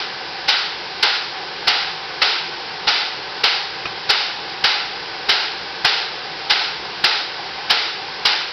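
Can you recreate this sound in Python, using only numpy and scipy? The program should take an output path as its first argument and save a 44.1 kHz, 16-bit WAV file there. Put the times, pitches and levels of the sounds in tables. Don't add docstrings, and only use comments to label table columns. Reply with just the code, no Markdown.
import sys
import numpy as np
from scipy import signal
from scipy.fft import rfft, irfft, next_fast_len
from scipy.io import wavfile

SR = 44100
rng = np.random.default_rng(int(sys.argv[2]) if len(sys.argv) > 2 else 0)


def persist_wave(psi):
    counts = np.round(np.clip(psi, -1, 1) * 32767).astype(np.int16)
    wavfile.write(sys.argv[1], SR, np.atleast_2d(counts).T)


N = 375732
TIME = np.arange(N) / SR
MIC_BAND_HZ = 6250

# down stroke, up stroke, both in seconds.
PUMP_BEAT = [(.477, 1.024), (1.668, 2.214), (2.868, 3.433), (4.088, 4.637), (5.283, 5.843), (6.494, 7.037),
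             (7.693, 8.249)]
# frequency in Hz, relative level in dB.
CRACK_TONE = [(40, -25.5), (110, -7.5), (200, -15.5), (400, -10.5), (800, -12.5), (1400, -5), (2300, -4.5),
              (3200, 2), (5500, -1.5)]
CHUFF_TONE = [(50, -30.5), (150, -31.5), (300, -11.5), (600, -5), (1000, 1), (1600, 3), (2500, 4.5),
              (4000, 5.5), (5500, -3.5)]
THUMP_TONE = [(25, -11), (70, -8.5), (140, 9), (300, -5.5), (700, -23.5)]
# centre in Hz, width in Hz, boost or cut in dB.
EXHAUST_PIPE = [(161.7, 30, 4.5), (423, 110, 8.5), (639, 130, -2), (740, 52, 7), (841, 100, 8),
                (1117, 130, -4.5), (1430, 320, 4.5), (1767, 150, -2), (2050, 64, 3), (2330, 52, -2.5),
                (3010, 230, 2), (3240, 280, -2.5), (4930, 950, 6)]

def air_pump(crack_db=-2.5, spit_db=7.0, thump_db=-36.5, thump_s=0.0035, lead_in_cycle_s=1.23):
    downs, ups = np.transpose(PUMP_BEAT)
    ups = np.append(ups[0] - lead_in_cycle_s, ups)
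    down = sum(stroke_envelopes(s, jet_db=-10.0, open_s=.013, crack_s=.018, empty_s=.165) for s in downs)
    up = sum(stroke_envelopes(s, jet_db=-9.8, open_s=.0065, crack_s=.019, empty_s=.159) for s in ups)
    crack_envelope, chuff_envelope = down + up
    crack = from_db(crack_db) * crack_envelope * duct(turbulence(CRACK_TONE), EXHAUST_PIPE)
    chuff = chuff_envelope * duct(turbulence(CHUFF_TONE), EXHAUST_PIPE)
    spits = from_db(spit_db) * chuff_envelope * condensate()
    shove = sum((TIME > s) * np.exp(-np.abs(TIME - s) / thump_s) for s in (*downs, *ups))
    thump = from_db(thump_db) * shove * turbulence(THUMP_TONE)
    return crack + chuff + spits + thump


def stroke_envelopes(start_s, jet_db, open_s, crack_s, empty_s, hold_shape=1.7):
    age = np.maximum(TIME - start_s, 0)
    flow = from_db(jet_db) * np.minimum(age / open_s, 1) ** 1.15
    crack = flow * np.exp(-np.maximum(age - open_s, 0) / crack_s)
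    chuff = flow * np.exp(-(age / empty_s) ** hold_shape)
    return np.array([crack, chuff])


def condensate(drops_per_s=36):
    ticks = (rng.random(N) < drops_per_s / SR) * rng.standard_normal(N)
    return signal.lfilter([1, 1, 0, -1, -1], 1, ticks)


# start in seconds, level in dB.
IRON_HITS = [(3.8547, -16.2), (3.8572, -22.5), (3.8640, -29)]
# pitch in Hz, level in dB, seconds to fall by 60 dB.
IRON_MODES = [(109, -22.5, 0.28), (144.4, -23, 0.45), (524, -29, .04), (1120, -16, .02), (2005, -5, .012),
              (2510, -2, .014), (2770, -10, .012)]
# frequency in Hz, relative level in dB.
SCRAPE_TONE = [(200, -5.5), (700, -12), (1200, 1.5), (1700, -10), (2500, 5.5), (3300, -5), (5500, -10)]

def iron_clank(scrape_db=-3.0, scrape_s=0.0076):
    clicks, contact = np.zeros(N), np.zeros(N)
    for start, db in IRON_HITS:
        clicks[int(start * SR)] = from_db(db)
        contact += from_db(db) * (TIME >= start) * np.exp(-np.abs(TIME - start) / scrape_s)
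    body = sum(from_db(db) * ring(clicks, hz, t60) * (-1) ** k
               for k, (hz, db, t60) in enumerate(IRON_MODES))
    return body + from_db(scrape_db) * contact * turbulence(SCRAPE_TONE)


# frequency in Hz, relative level in dB.
BLOWER_TONE = [(60, -36), (150, -11), (250, -11.5), (330, 0.5), (600, -0.5), (1000, 4.5), (1600, 1.5),
               (2500, 3.5), (3300, 2), (4200, -0.1), (5500, -8)]
# centre in Hz, width in Hz, boost or cut in dB.
CHIMNEY_PIPE = [(161, 70, 12), (349.6, 45, 2), (450, 230, 7), (660, 38, -6.5), (758, 75, 8.5),
                (900, 160, 4), (1520, 43, 8), (1654, 270, 5), (1840, 40, -3.5), (1990, 110, 2),
                (5050, 1700, 10.5)]

def blower(hiss_db=-28.5, note_hz=794.5, note_db=-43, swell_db=4):
    hiss = from_db(hiss_db) * duct(turbulence(BLOWER_TONE), CHIMNEY_PIPE)
    swell = from_db(note_db + swell_db * drift(rate_hz=5))
    note = unit_rms(ring(turbulence(BLOWER_TONE), note_hz, t60=0.07))
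    return hiss + swell * note


# frequency in Hz, relative level in dB.
FIRE_TONE = [(20, -36), (40, -19.5), (55, 1.5), (68, -4), (85, -8.5), (115, -0.5), (140, -1), (170, -.5),
             (230, -5.5), (400, -5), (1000, -29)]

def fire(level_db=-48.5, flicker_db=0.8):
    return from_db(level_db + flicker_db * drift(rate_hz=3.1)) * turbulence(FIRE_TONE)


# delay in seconds, level in dB.
STATION_ECHOES = [(.011, -21), (.047, -22), (.081, -24)]

def outdoors(x):
    return x + sum(from_db(db) * np.interp(TIME - s, TIME, x, left=0) for s, db in STATION_ECHOES)


def turbulence(tone):
    hz, db = np.transpose(tone)
    size = next_fast_len(N, real=True)
    bin_hz = np.maximum(np.arange(size // 2 + 1) * SR / size, 1)
    gain = from_db(np.interp(np.log(bin_hz), np.log(hz), db)) * (bin_hz < MIC_BAND_HZ)
    return unit_rms(irfft(rfft(rng.standard_normal(size)) * gain, size)[:N])


def duct(jet, peaks):
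    for hz, width_hz, db in peaks:
        gain, width = from_db(db / 2), np.pi * width_hz / SR
        tuning = -2 * np.cos(2 * np.pi * hz / SR)
        jet = signal.lfilter([1 + width * gain, tuning, 1 - width * gain],
                             [1 + width / gain, tuning, 1 - width / gain], jet)
    return unit_rms(jet)


def ring(drive, hz, t60):
    decay, angle = from_db(-60 / (t60 * SR)), 2 * np.pi * hz / SR
    return signal.lfilter([0, np.sin(angle)], [1, -2 * decay * np.cos(angle), decay ** 2], drive + 1e-18)


def drift(rate_hz):
    lag_s = 1 / (2 * np.pi * rate_hz)
    return unit_rms(smooth(smooth(rng.standard_normal(N + SR), lag_s), lag_s)[SR:])


def smooth(x, seconds):
    pole = np.exp(-1 / (seconds * SR))
    return signal.lfilter([1 - pole], [1, -pole], x)


def from_db(db):
    return 10 ** (np.asarray(db) / 20)


def unit_rms(x):
    return x / np.sqrt(np.mean(x ** 2) + 1e-20)


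def scene():
    mono = outdoors(air_pump() + iron_clank()) + blower() + fire()
    return np.array([mono, mono])


def gain_control(x, threshold_db=-20.0, slope=.58, attack_s=.02, release_db_per_s=25.0):
    level_db = 10 * np.log10(smooth(x[0] ** 2, .005) + 1e-12)
    duck_db = slope * np.maximum(level_db - threshold_db, 0)
    recovery_db = release_db_per_s * TIME
    held_db = np.maximum.accumulate(duck_db + recovery_db) - recovery_db
    return x * from_db(-smooth(held_db, attack_s))


def record(dry, knee=0.74, soft_edge_hz=5450, ceiling_hz=15800):
    x = signal.sosfilt(signal.butter(14, soft_edge_hz, fs=SR, output="sos"), dry)
    x = signal.sosfilt(signal.ellip(8, .2, 80, MIC_BAND_HZ - 300, fs=SR, output="sos"), x)
    x = gain_control(x)
    overshoot = x - np.clip(x, -knee, knee)
    squashed = x - .9 * overshoot
    return signal.sosfilt(signal.ellip(10, .1, 80, ceiling_hz, fs=SR, output="sos"), squashed)


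dry = scene()
out = record(dry)
persist_wave(out)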